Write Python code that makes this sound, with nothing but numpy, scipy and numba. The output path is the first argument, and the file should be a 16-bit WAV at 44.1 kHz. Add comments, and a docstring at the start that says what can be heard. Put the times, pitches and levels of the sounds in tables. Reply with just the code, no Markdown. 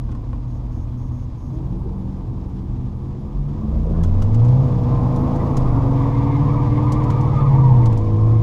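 """A low engine idle booms inside a closed car at a drag strip; loose trim ticks, circuits buzz faintly.
A car pulls away down the track, its exhaust rasp fading. The listener's car creeps, and the V8 in the
next lane revs up and spins its tyres: tread patches squeal and scrub over the roar.
Engines are sums of orders plus gas noise puffed by the firings. Cabin resonances colour the V8's
orders, and the body heaves on its mounts."""
import sys
import numpy as np
from scipy import signal
from scipy.fft import rfft, irfft, next_fast_len
from scipy.io import wavfile
from scipy.ndimage import uniform_filter1d
from numba import njit

SR = 44100
rng = np.random.default_rng(int(sys.argv[2]) if len(sys.argv) > 2 else 0)


def put_to_file(sound):
    """Save the sound as 16-bit audio at rate SR, in the file named by the first command-line argument."""
    columns = np.atleast_2d(sound).T  # one column per channel
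    safe = np.clip(columns, -1, 1)
    whole_steps = np.round(safe * 32767)
    wavfile.write(sys.argv[1], SR, whole_steps.astype(np.int16))


N = 371322
TIME_S = np.arange(N) / SR
CONTROL_SAMPLES = np.arange(0, N + 64, 64)

# Next-lane V8 speed: time_s, cycles_per_s
V8_SPEED = [(0, 6.1), (.8, 6.1), (1.0, 5.5), (1.33, 5.2), (1.55, 6.15), (3.2, 6.15), (3.4, 6.3), (3.6, 7.7),
            (3.72, 8.28), (4.08, 10.7), (4.68, 17.45), (4.8, 19.0), (5.16, 26.5), (5.28, 27.7),
            (5.4, 28.05), (5.52, 27.4), (5.76, 23.5), (6.24, 18.7), (6.36, 18.15), (6.72, 19.15),
            (6.96, 19.0), (7.28, 18.45), (7.7, 16.0), (8.04, 12.95), (8.16, 13.1), (8.28, 13.95),
            (8.42, 14.05)]
# Its firing order: time_s, level_db
V8_LOAD = [(0, -32.5), (.2, -35.5), (.36, -32.5), (.54, -39), (.65, -30), (.82, -50), (.93, -56),
           (1.05, -34), (1.2, -62), (1.55, -38), (1.9, -31.5), (2.08, -51), (2.3, -40), (2.9, -37),
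           (3.2, -46), (3.5, -39), (3.78, -19.5), (3.92, -27.5), (4.1, -20), (4.6, -22), (4.95, -45),
           (5.18, -23.5), (5.34, -23), (5.8, -28.5), (6.16, -31), (6.44, -20.5), (6.72, -30.5), (7.14, -27),
           (7.3, -25), (7.56, -19.5), (7.98, -22.5), (8.26, -19.5), (8.42, -22.5)]
# Firing order, then in-between orders: cycle_multiple, gain_db
V8_ORDERS = [(8, 0), (1, -3), (2, 0), (3, 2), (4, -3), (5, 4), (6, 5), (7, 6)]
# Orders from uneven exhaust lengths: cycle_multiple, gain_db
V8_UNEVEN_ORDERS = [(9, -5), (10, -3), (11, -4), (12, 3), (16, -2.5), (24, -6), (32, -8), (40, -9)]
# Cabin response: freq_hz, gain_db
CABIN_RESPONSE = [(5, -9.2), (15, -0.2), (30, 2.5), (45, 7.1), (65, -2.2), (85, 4.6), (100, 2.9),
                  (115, 9.9), (130, 10.2), (145, 2.9), (160, -6), (185, -10), (230, -7.7)]
# Exhaust noise spectra: freq_hz, density_db
ROAR_SPECTRUM = [(21, -36), (35, -20), (65, -12.5), (100, -16), (130, -15), (187, -24), (254, -18),
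                 (330, -19), (400, -24), (500, -26), (685, -29), (806, -27), (1000, -25.5), (1200, -31),
                 (1450, -46), (2600, -56), (4000, -90)]
MID_SPECTRUM = [(340, -19), (440, 12.5), (540, 10), (720, 15.5), (850, -50.5)]
HISS_SPECTRUM = [(880, -24), (1500, 0.5), (1810, -4), (2310, -4), (2780, -6.5), (3470, -5), (4350, -9.5),
                 (4750, -8), (5390, -9.5), (5830, -12.5), (6750, -13), (8050, -23), (10000, -36),
                 (13400, -52), (14600, -55), (15500, -71.5)]
GROWL_SPECTRUM = [(110, -26), (170, 4.5), (300, -4.5), (460, -1), (680, -9), (900, -27.5), (1300, -62)]
# Rasp as the V8's throttle opens: time_s, level_db
GROWL_LEVEL = [(3.45, -62), (3.62, -42), (3.9, -31.5), (4.03, -33), (4.2, -37), (4.5, -43)]

# Tread slips: time_s, pitch_hz, level_db, spread_ratio
SQUEAL_CURVE = [(4.5, 1050, -83, 0.2), (5.0, 1020, -61, 0.12), (5.5, 1037, -44.5, 0.11),
                (5.9, 1013, -49, 0.13), (6.0, 1033, -38.5, 0.11), (6.402, 1022, -38.5, 0.13),
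                (7.1, 1035, -37.5, 0.13), (7.3, 1010, -37.5, 0.18), (7.551, 1010, -36.5, 0.11),
                (7.62, 990, -41, 0.13), (7.7, 970, -40, 0.12), (7.9, 950, -43, 0.13),
                (7.97, 976, -45, 0.068), (8.35, 1060, -52, 0.15)]
# Short squeaks and three falling engine overtones: start_s, length_s, from_hz, to_hz, peak_db
SHORT_TONES = [(3.93, .04, 1440, 1470, -52), (3.945, .02, 1680, 1700, -55), (4.0, .03, 1700, 1610, -51),
               (4.035, .035, 1470, 1500, -53), (4.15, .04, 1740, 1770, -58), (5.66, .24, 970, 870, -36),
               (5.68, .2, 1450, 1330, -48), (5.72, .18, 1170, 1100, -41), (6.27, .06, 925, 915, -31),
               (6.84, .09, 985, 1020, -31), (7.04, .09, 990, 1010, -31), (7.34, .11, 1230, 1190, -30),
               (7.49, .1, 2180, 2170, -52), (7.565, .035, 950, 985, -27), (7.62, .075, 970, 940, -23),
               (7.685, .05, 930, 895, -25), (7.73, .055, 925, 950, -27), (7.785, .06, 885, 925, -28),
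               (7.845, .045, 905, 900, -29), (7.885, .04, 895, 915, -34)]
FALLING_OVERTONES, SHORT_SQUEAKS = SHORT_TONES[5:8], SHORT_TONES[:5] + SHORT_TONES[8:]
# Tread scrub: freq_hz, density_db
SCRUB_SPECTRUM = [(1300, -24), (1550, 2.5), (1900, -7), (2250, -0.5), (2500, -6), (3600, -9.5),
                  (6500, -29.5), (8000, -41.5)]
# Bodywork resonances: freq_hz, width_hz, gain_db
BODY_MODES = [(1730, 33, 1), (1942, 24, 6), (2113, 39, 5.5), (2280, 35, 3.5), (3500, 160, -2)]

# Own engine speed: time_s, firings_per_s
OWN_SPEED = [(0, 40.1), (.4, 40.1), (1.15, 41.1), (2.0, 40.4), (2.9, 41.5), (3.2, 44.0), (3.5, 47.9),
             (3.9, 54.5), (4.1, 55.8), (4.57, 62.4), (4.75, 60.9), (4.95, 59.5), (5.4, 62.2), (5.52, 62.1),
             (5.8, 56.6), (5.95, 54.9), (6.2, 54.2), (6.5, 53.75), (7.0, 53.5), (8.42, 53.3)]
# Its orders under load: time_s, low_db, upper_db
OWN_LOAD = [(0, -34.5, -48), (.9, -34, -52), (1.15, -33, -53), (1.35, -40, -54), (1.6, -38, -50),
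            (2.9, -37, -50), (3.3, -36.5, -51), (3.8, -29.5, -48), (4.15, -34, -42), (4.4, -36, -33),
            (5.3, -37, -33), (5.7, -45, -35), (6.2, -42, -36), (7.5, -38.5, -34), (8.05, -36, -33),
            (8.42, -36, -36)]
# Its low and upper orders: firing_multiple, gain_db
OWN_LOW = [(1, -5), (2, -3), (3, 4), (6, -10.5)]
OWN_UPPER = [(4, 2), (5, -3), (7, -12), (8, -7), (9, -6), (10, -11), (10.5, -11), (11, -9), (12, -14),
             (13, -12), (14, -13), (16, -20)]
# Its exhaust as heard in the cabin: freq_hz, gain_db
OWN_RESPONSE = [(30, 0), (300, 0), (330, -6), (400, -6), (430, -3), (455, -2), (480, 5), (505, 3),
                (515, -4), (525, -12), (565, -7), (625, -4), (650, -6), (700, -3), (1130, -6)]
# Body swings: start_s, length_s, from_hz, to_hz, peak_db
BODY_HEAVES = [(3.3, 0.24, 43.4, 45, -21), (3.655, 0.34, 43, 45, -16.5), (3.837, 0.66, 32, 13.5, -15),
               (5.505, 0.28, 19, 25, -16), (7.355, 1, 21.6, 18.3, -21.5)]

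# Departing car's engine speed: time_s, cycles_per_s
FAR_SPEED = [(1.45, 18.4), (1.65, 22.2), (1.8, 23.6), (2.0, 23.97), (2.2, 23.7), (2.35, 23.1), (2.6, 23.63),
             (3.0, 25.03), (4.2, 28.33), (5.0, 31.0), (6.0, 34.5), (7.5, 39.3), (8.42, 42.0)]
# Its firing order and its other orders: time_s, level_db
FAR_FIRING_LEVEL = [(1.45, -34), (1.7, -37), (2.05, -32), (2.25, -42.5), (2.6, -35), (3.3, -41),
                    (3.65, -29.5), (4.05, -32.5), (4.25, -31), (4.8, -43), (5.25, -28), (5.6, -34),
                    (6.15, -24), (6.62, -28), (6.85, -26), (7.45, -36), (8.05, -34), (8.42, -34.5)]
FAR_OTHER_LEVEL = [(1.45, -40), (2.3, -45), (8.42, -60)]
# Its other orders: cycle_multiple, gain_db
FAR_OTHER_ORDERS = [(6, 6.5), (10, -6), (12, -2), (14, -1.5)]
# Flat open-air path: freq_hz, gain_db
AIR_RESPONSE = [(20, 0), (2000, 0)]
# Its exhaust rasp: freq_hz, density_db
RASP_SPECTRUM = [(200, -34), (330, 6.5), (450, 2), (600, -11), (900, -3.5), (1100, -19), (1400, -50.5)]
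# Its throttle barks: start_s, length_s, from_hz, to_hz, peak_db
EXHAUST_BARKS = [(1.46, 0.08, 125, 137, -21.5), (1.514, 0.11, 293.6, 341, -32),
                 (1.63, 0.055, 128, 119, -24.5), (1.71, 0.088, 313, 351, -38),
                 (1.847, 0.034, 374, 400, -31), (1.851, 0.054, 438, 470, -36.5)]

# Gear tones: start_s, end_s, from_hz, to_hz, level_db
GEAR_WHINES = [(4.85, 5.36, 1030, 1075, -43), (7.95, 8.5, 1040, 1072, -45)]
# Loose trim: start_s, tick_db, knock_db
TRIM_TICKS = [(0.094, -68, -41), (0.116, -45, -36), (0.1264, -77, -52), (0.15, -47, -36), (0.333, -71, -46),
              (4.0346, -30, -23.5), (4.221, -31, -25), (4.345, -34.5, -28), (4.447, -38, -33),
              (4.4821, -44, -45), (5.161, -35.5, -35), (5.359, -40, -38), (5.5691, -25.5, -26),
              (5.6047, -46, -39), (5.837, -47, -46), (6.921, -24.5, -33), (7.038, -37, -26),
              (7.102, -30, -19), (7.21, -36, -39), (7.3321, -48, -38), (7.3896, -48, -45),
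              (7.858, -29.5, -25), (7.925, -37, -26), (7.975, -33.5, -52), (8.0446, -47, -52)]
# Bright part of a tick: freq_hz, density_db
TICK_SPECTRUM = [(1760, -27.5), (3000, -4.5), (5270, -1), (5920, -1.5), (6740, -1.5), (9000, -10),
                 (12400, -15), (15500, -35)]
# Blows on the panel: start_s, level_db
PANEL_BLOWS = [(0.092, -40), (0.1264, -41), (0.1511, -41), (0.178, -46), (0.331, -33.5), (4.2214, -33)]
# Panel under the trim: freq_hz, gain_db, t60_s
PANEL_MODES = [(530, -6, .05), (850, -5, .045), (1070, 0, .055), (1430, -14, .045), (1800, -17, .04),
               (2400, -23, .04), (2890, -24, .03)]
# Circuit resonances: freq_hz, width_hz, gain_db
CIRCUIT_MODES = [(5350, 200, -2), (5660, 140, 2), (6100, 150, 3), (6514, 60, 3), (10400, 220, -5),
                 (10960, 260, -4)]
# Bursts of all resonances, and of the top two: start_s, end_s, level_db
FULL_BURSTS = [(.475, 0.59, -70), (0.713, .84, -67.5), (0.97, 1.095, -68), (1.115, 1.253, -67.5),
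               (1.374, 1.505, -68), (1.525, 1.565, -69)]
HIGH_BURSTS = [(1.773, 1.82, -76), (6.828, 6.871, -72), (8.26, 8.31, -73)]
# Faint, short, very high pips: start_s
FAINT_PIPS = [.0388, .325, 1.5673, 1.8254, 1.9814, 2.1715, 2.4788, 2.5426, 2.8444, 3.0194, 3.1931, 3.481,
              3.682, 3.8891]
# Background rumble, trim knock, body shudder: freq_hz, density_db
AMBIENT_SPECTRUM = [(15, -44), (25, 15.5), (45, 18), (65, 30), (101, 26), (126, 28), (148, 19), (178, 12.5),
                    (215, 18.5), (260, 18.5), (322, 13.5), (508, -45), (582, -76.5), (1050, -62),
                    (1450, -106), (6370, -37.5), (9500, -43), (12500, -61.5), (15500, -91.5)]
KNOCK_SPECTRUM = [(600, -22), (1000, 0), (1400, -10), (1800, -20), (3000, -20), (4500, -30), (8000, -60)]
SHUDDER_SPECTRUM = [(6, -33.5), (15, 17.0), (25, 21.5), (30, -45.5)]

FIRINGS_PER_CYCLE, IDLE_CYCLES_PER_S = 8, 6.0
ROAR_TOP_OCT, HISS_TOP_OCT = 1.974, 1.45  # levels stop rising this far above idle


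def v8_engine():
    """Firing tone and lumpy in-between orders, coloured by the cabin."""
    cycle_hz, firing_db = curves(V8_SPEED)[0], curves(V8_LOAD)[0]
    uneven_db = -50.5 + 9 * np.minimum(v8_octaves(), ROAR_TOP_OCT)
    firing = orders(cycle_hz, firing_db, V8_ORDERS[:1], CABIN_RESPONSE, waver_db=1, waver_hz=20)
    uneven = orders(cycle_hz, uneven_db, V8_ORDERS[1:] + V8_UNEVEN_ORDERS, CABIN_RESPONSE,
                    waver_db=1, waver_hz=8.7)
    return firing + uneven


def v8_roar():
    """Turbulent gas puffed by the firings, body shudder below, hiss above; all grow with speed."""
    octaves = v8_octaves()
    capped_oct = np.clip(octaves, 0, HISS_TOP_OCT)
    rise_oct_per_s = uniform_filter1d(np.gradient(octaves, CONTROL_SAMPLES / SR), size=150)
    roar_db = -42.5 + 8 * np.minimum(octaves, ROAR_TOP_OCT) + drift(7.8)
    shudder_db = -42 + 4 * octaves + drift(5)
    hiss_db = -63.5 + 6 * capped_oct + 1.2 * drift(30)
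    mid_db = roar_db - 15.5 + 2.5 * capped_oct - 2 * np.clip(rise_oct_per_s, 0, 1.5)
    puffs = 1 + 0.034 * np.sin(2 * np.pi * firing_count(V8_SPEED))
    gas = noise(ROAR_SPECTRUM, puffs) * envelope(roar_db)
    shudder = noise(SHUDDER_SPECTRUM) * envelope(shudder_db)
    hiss = noise(HISS_SPECTRUM, puffs) * envelope(hiss_db)
    mid = noise(MID_SPECTRUM, puffs) * envelope(mid_db)
    return gas + mid + shudder + hiss


def v8_growl(decay_per_firing=3.0):
    """Each firing spits a short puff of random strength."""
    firings = firing_count(V8_SPEED)
    strength = amp(2.5 * rng.standard_normal(2000))[firings.astype(int)]
    puffs = strength * np.exp(-decay_per_firing * (firings % 1))
    window = gate(GROWL_LEVEL[0][0], GROWL_LEVEL[-1][0], edge_s=.05)
    return window * envelope(curves(GROWL_LEVEL)[0]) * noise(GROWL_SPECTRUM, puffs)


def engine_overtones():
    """High engine overtones fall as the revs drop."""
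    return glides(FALLING_OVERTONES, octave_db=-29)


def tyre_squeal(slips_per_s=270, slip_s=.037):
    """Tread patches squeak one over another, each at its own pitch."""
    time_s, pitch_hz, level_db, spread = np.transpose(SQUEAL_CURVE)
    slips = []
    for i, (jitter, detune, glide, size) in enumerate(rng.standard_normal((1300, 4))):
        start_s = time_s[0] + (i + jitter) / slips_per_s
        if time_s[0] < start_s < time_s[-1]:
            log_detune = np.interp(start_s, time_s, spread) * 1.9 * np.tanh(detune / 1.9 - .05)
            hz = np.interp(start_s, time_s, pitch_hz) * np.exp(log_detune)
            peak_db = np.interp(start_s, time_s, level_db) + 3 * size
            slips.append((start_s, slip_s, hz * (1 - .012 * glide), hz * (1 + .012 * glide), peak_db))
    return glides(slips, octave_db=-25) + glides(SHORT_SQUEAKS, octave_db=-29)


def tyre_scrub():
    """Grainy tread noise follows the squeal's level; bodywork picks out narrow pitches."""
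    level_db = curves(SQUEAL_CURVE)[1] - 17.5 + 2.5 * drift(25)
    out = noise(SCRUB_SPECTRUM)
    for hz, width_hz, gain_db in BODY_MODES:
        ring = resonance(rng.standard_normal(N), hz, width_hz)
        flare = envelope(4 * drift(4))
        out += amp(gain_db - 9) * rms_one(ring * flare)
    return gate(SQUEAL_CURVE[0][0], edge_s=.3) * out * envelope(level_db)


def own_engine():
    """Slightly irregular firings; the upper orders open up under load."""
    firing_hz = curves(OWN_SPEED)[0] * (1 + 0.0017 * drift(1.64))
    low_db, upper_db = curves(OWN_LOAD)
    return (orders(firing_hz, low_db, OWN_LOW, OWN_RESPONSE, waver_db=3.5, waver_hz=6)
            + orders(firing_hz, upper_db, OWN_UPPER, OWN_RESPONSE, waver_db=0.5, waver_hz=6.3))


def body_heaves():
    """The shell swings on its mounts as torque comes on."""
    return glides(BODY_HEAVES, octave_db=-17.5)


def far_engine():
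    """Only the departing car's strongest orders carry; the air makes them flutter."""
    cycle_hz = curves(FAR_SPEED)[0]
    firing_db, other_db = curves(FAR_FIRING_LEVEL)[0], curves(FAR_OTHER_LEVEL)[0]
    firing = orders(cycle_hz, firing_db, [(FIRINGS_PER_CYCLE, 0)], AIR_RESPONSE,
                    waver_db=2.8, waver_hz=18)
    others = orders(cycle_hz, other_db, FAR_OTHER_ORDERS, AIR_RESPONSE, waver_db=-0.5, waver_hz=2.4)
    return gate(FAR_SPEED[0][0], edge_s=0.095) * (firing + others)


def far_exhaust(fade_db_per_s=3.5):
    """Barks as the throttle opens; rasp, chopped by the firings, fades as the car draws off."""
    start_s = FAR_SPEED[0][0]
    chop = 1 + 0.44 * np.sin(2 * np.pi * firing_count(FAR_SPEED))
    fade = amp(-42.5 - fade_db_per_s * np.maximum(TIME_S - start_s, 0))
    rasp = gate(start_s, edge_s=0.2) * fade * noise(RASP_SPECTRUM, chop)
    return rasp + glides(EXHAUST_BARKS, octave_db=-17)


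def gear_whine():
    """Thin gear tones that climb slowly."""
    out = np.zeros(N)
    for start_s, end_s, from_hz, to_hz, level_db in GEAR_WHINES:
        hz = np.interp(TIME_S, [start_s, end_s], [from_hz, to_hz]) * upsample(1 + .002 * drift(8))
        tone = np.sqrt(2) * np.sin(2 * np.pi * np.cumsum(hz) / SR)
        out += gate(start_s, end_s, edge_s=.06) * envelope(level_db + 3 * drift(12)) * tone
    return out


def trim_ticks(t60_s=0.065):
    """Loose trim: a sharp noise burst with a duller knock in the panel."""
    bright, dull = noise(TICK_SPECTRUM), noise(KNOCK_SPECTRUM)
    decay = amp(-60 * TIME_S[:4000] / t60_s)
    out = np.zeros(N)
    for start_s, tick_db, knock_db in TRIM_TICKS:
        i = round(start_s * SR)
        burst = amp(tick_db - 12.5) * bright + amp(knock_db - 9) * dull * gate(start_s, edge_s=.002)
        out[i:i + len(decay)] += decay * burst[i:i + len(decay)]
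    return out


def panel_knocks():
    """Each blow rings the same panel modes at slightly random strengths."""
    out, age_s = np.zeros(N), TIME_S[:4000]
    for start_s, level_db in PANEL_BLOWS:
        i = round(start_s * SR)
        for hz, gain_db, t60_s in PANEL_MODES:
            peak_db = level_db + gain_db + 2 * rng.standard_normal()
            out[i:i + len(age_s)] += amp(peak_db - 60 * age_s / t60_s) * np.sin(2 * np.pi * hz * age_s)
    return out


def circuit_buzz(pulse_hz=133):
    """A pulse train rings treble resonances in bursts."""
    pulses = np.diff(np.floor(TIME_S * pulse_hz), prepend=0) + 1e-18
    rings = [amp(db) * resonance(pulses, hz, width_hz) for hz, width_hz, db in CIRCUIT_MODES]
    out = np.zeros(N)
    for modes, bursts in (rings, FULL_BURSTS), (rings[-2:], HIGH_BURSTS):
        out += rms_one(sum(modes)) * sum(amp(db) * gate(start_s, end_s) for start_s, end_s, db in bursts)
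    return out


def faint_pips(pitch_hz=10600, length_s=0.024, peak_db=-74):
    """Faint, short, very high pips."""
    gates = sum(gate(start_s, start_s + length_s) for start_s in FAINT_PIPS)
    return amp(peak_db) * np.sin(2 * np.pi * pitch_hz * TIME_S) * gates


def ambient(level_db=-30):
    """Near-steady low rumble."""
    return noise(AMBIENT_SPECTRUM) * envelope(level_db + 0.23 * drift(1.5))


def amp(db):
    return 10 ** (np.asarray(db) / 20)


def rms_one(x):
    return x / np.sqrt(np.mean(x ** 2) + 1e-20)


def upsample(control):
    return np.interp(np.arange(N), CONTROL_SAMPLES, control)


def envelope(control_db):
    return upsample(amp(control_db))


def curves(rows):
    """Value columns of a time table at the control rate."""
    time_s, *columns = np.transpose(rows)
    return [np.interp(CONTROL_SAMPLES / SR, time_s, column) for column in columns]


def v8_octaves():
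    """V8 speed in octaves above idle."""
    return np.log2(curves(V8_SPEED)[0] / IDLE_CYCLES_PER_S)


def firing_count(speed):
    return FIRINGS_PER_CYCLE * np.cumsum(upsample(curves(speed)[0])) / SR


def db_at(spectrum, hz):
    freq_hz, gain_db = np.transpose(spectrum)
    return np.interp(np.log(hz), np.log(freq_hz), gain_db)


def drift(rate_hz):
    """Slow random wander at the control rate, rms 1."""
    pole = np.exp(-2 * np.pi * rate_hz * 64 / SR)
    white = rng.standard_normal(len(CONTROL_SAMPLES) + 2000)
    return rms_one(signal.lfilter([1], [1, -2 * pole, pole * pole], white)[2000:])


def noise(spectrum, modulation=1):
    """White noise, modulated, then shaped; rms 1."""
    size = next_fast_len(N)
    hz = np.maximum(np.fft.rfftfreq(size, 1 / SR), 1)
    bins = rfft(modulation * rng.standard_normal(N), size)
    return rms_one(irfft(bins * amp(db_at(spectrum, hz)), size)[:N])


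def orders(base_hz, level_db, table, response, waver_db, waver_hz):
    """Multiples of a base rate, each wavering on its own and coloured by the path as it sweeps."""
    turns, out = np.cumsum(upsample(base_hz)) / SR, np.zeros(N)
    for multiple, gain_db in table:
        order_db = level_db + gain_db + db_at(response, multiple * base_hz) + waver_db * drift(waver_hz)
        out += envelope(order_db) * np.sin(2 * np.pi * (multiple * turns + rng.random()))
    return np.sqrt(2) * out


def glides(rows, octave_db):
    """Short gliding tones, each with its octave."""
    out = np.zeros(N)
    for start_s, length_s, from_hz, to_hz, peak_db in rows:
        i, progress = round(start_s * SR), np.linspace(0, 1, int(length_s * SR))
        phase = 2 * np.pi * np.cumsum(from_hz + (to_hz - from_hz) * progress) / SR
        tone = np.sin(phase) + amp(octave_db) * np.sin(2 * phase)
        out[i:i + len(tone)] += amp(peak_db) * np.sin(np.pi * progress) * tone
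    return out


def gate(start_s, end_s=np.inf, edge_s=0.0043):
    return np.clip(np.minimum(TIME_S - start_s, end_s - TIME_S) / edge_s, 0, 1)


def resonance(x, hz, width_hz):
    """Two-pole band-pass."""
    radius = np.exp(-np.pi * width_hz / SR)
    feedback = [1, -2 * radius * np.cos(2 * np.pi * hz / SR), radius ** 2]
    return np.sqrt(1 - radius ** 2) * signal.lfilter([.5, 0, -.5], feedback, x)


def scene():
    """Mono mix."""
    background = ambient()
    engines = own_engine() + v8_engine() + far_engine() + far_exhaust() + v8_roar() + v8_growl()
    tyres = tyre_squeal() + tyre_scrub()
    details = body_heaves() + gear_whine() + trim_ticks() + panel_knocks() + circuit_buzz() + faint_pips()
    return (engines + engine_overtones() + tyres + details + background)[None]


def record(dry):
    """Steep low-pass, 60 dB down from 15.6 kHz."""
    return signal.sosfilt(signal.cheby2(12, 60, 15600, fs=SR, output="sos"), dry)


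dry = scene()
out = record(dry)
put_to_file(out)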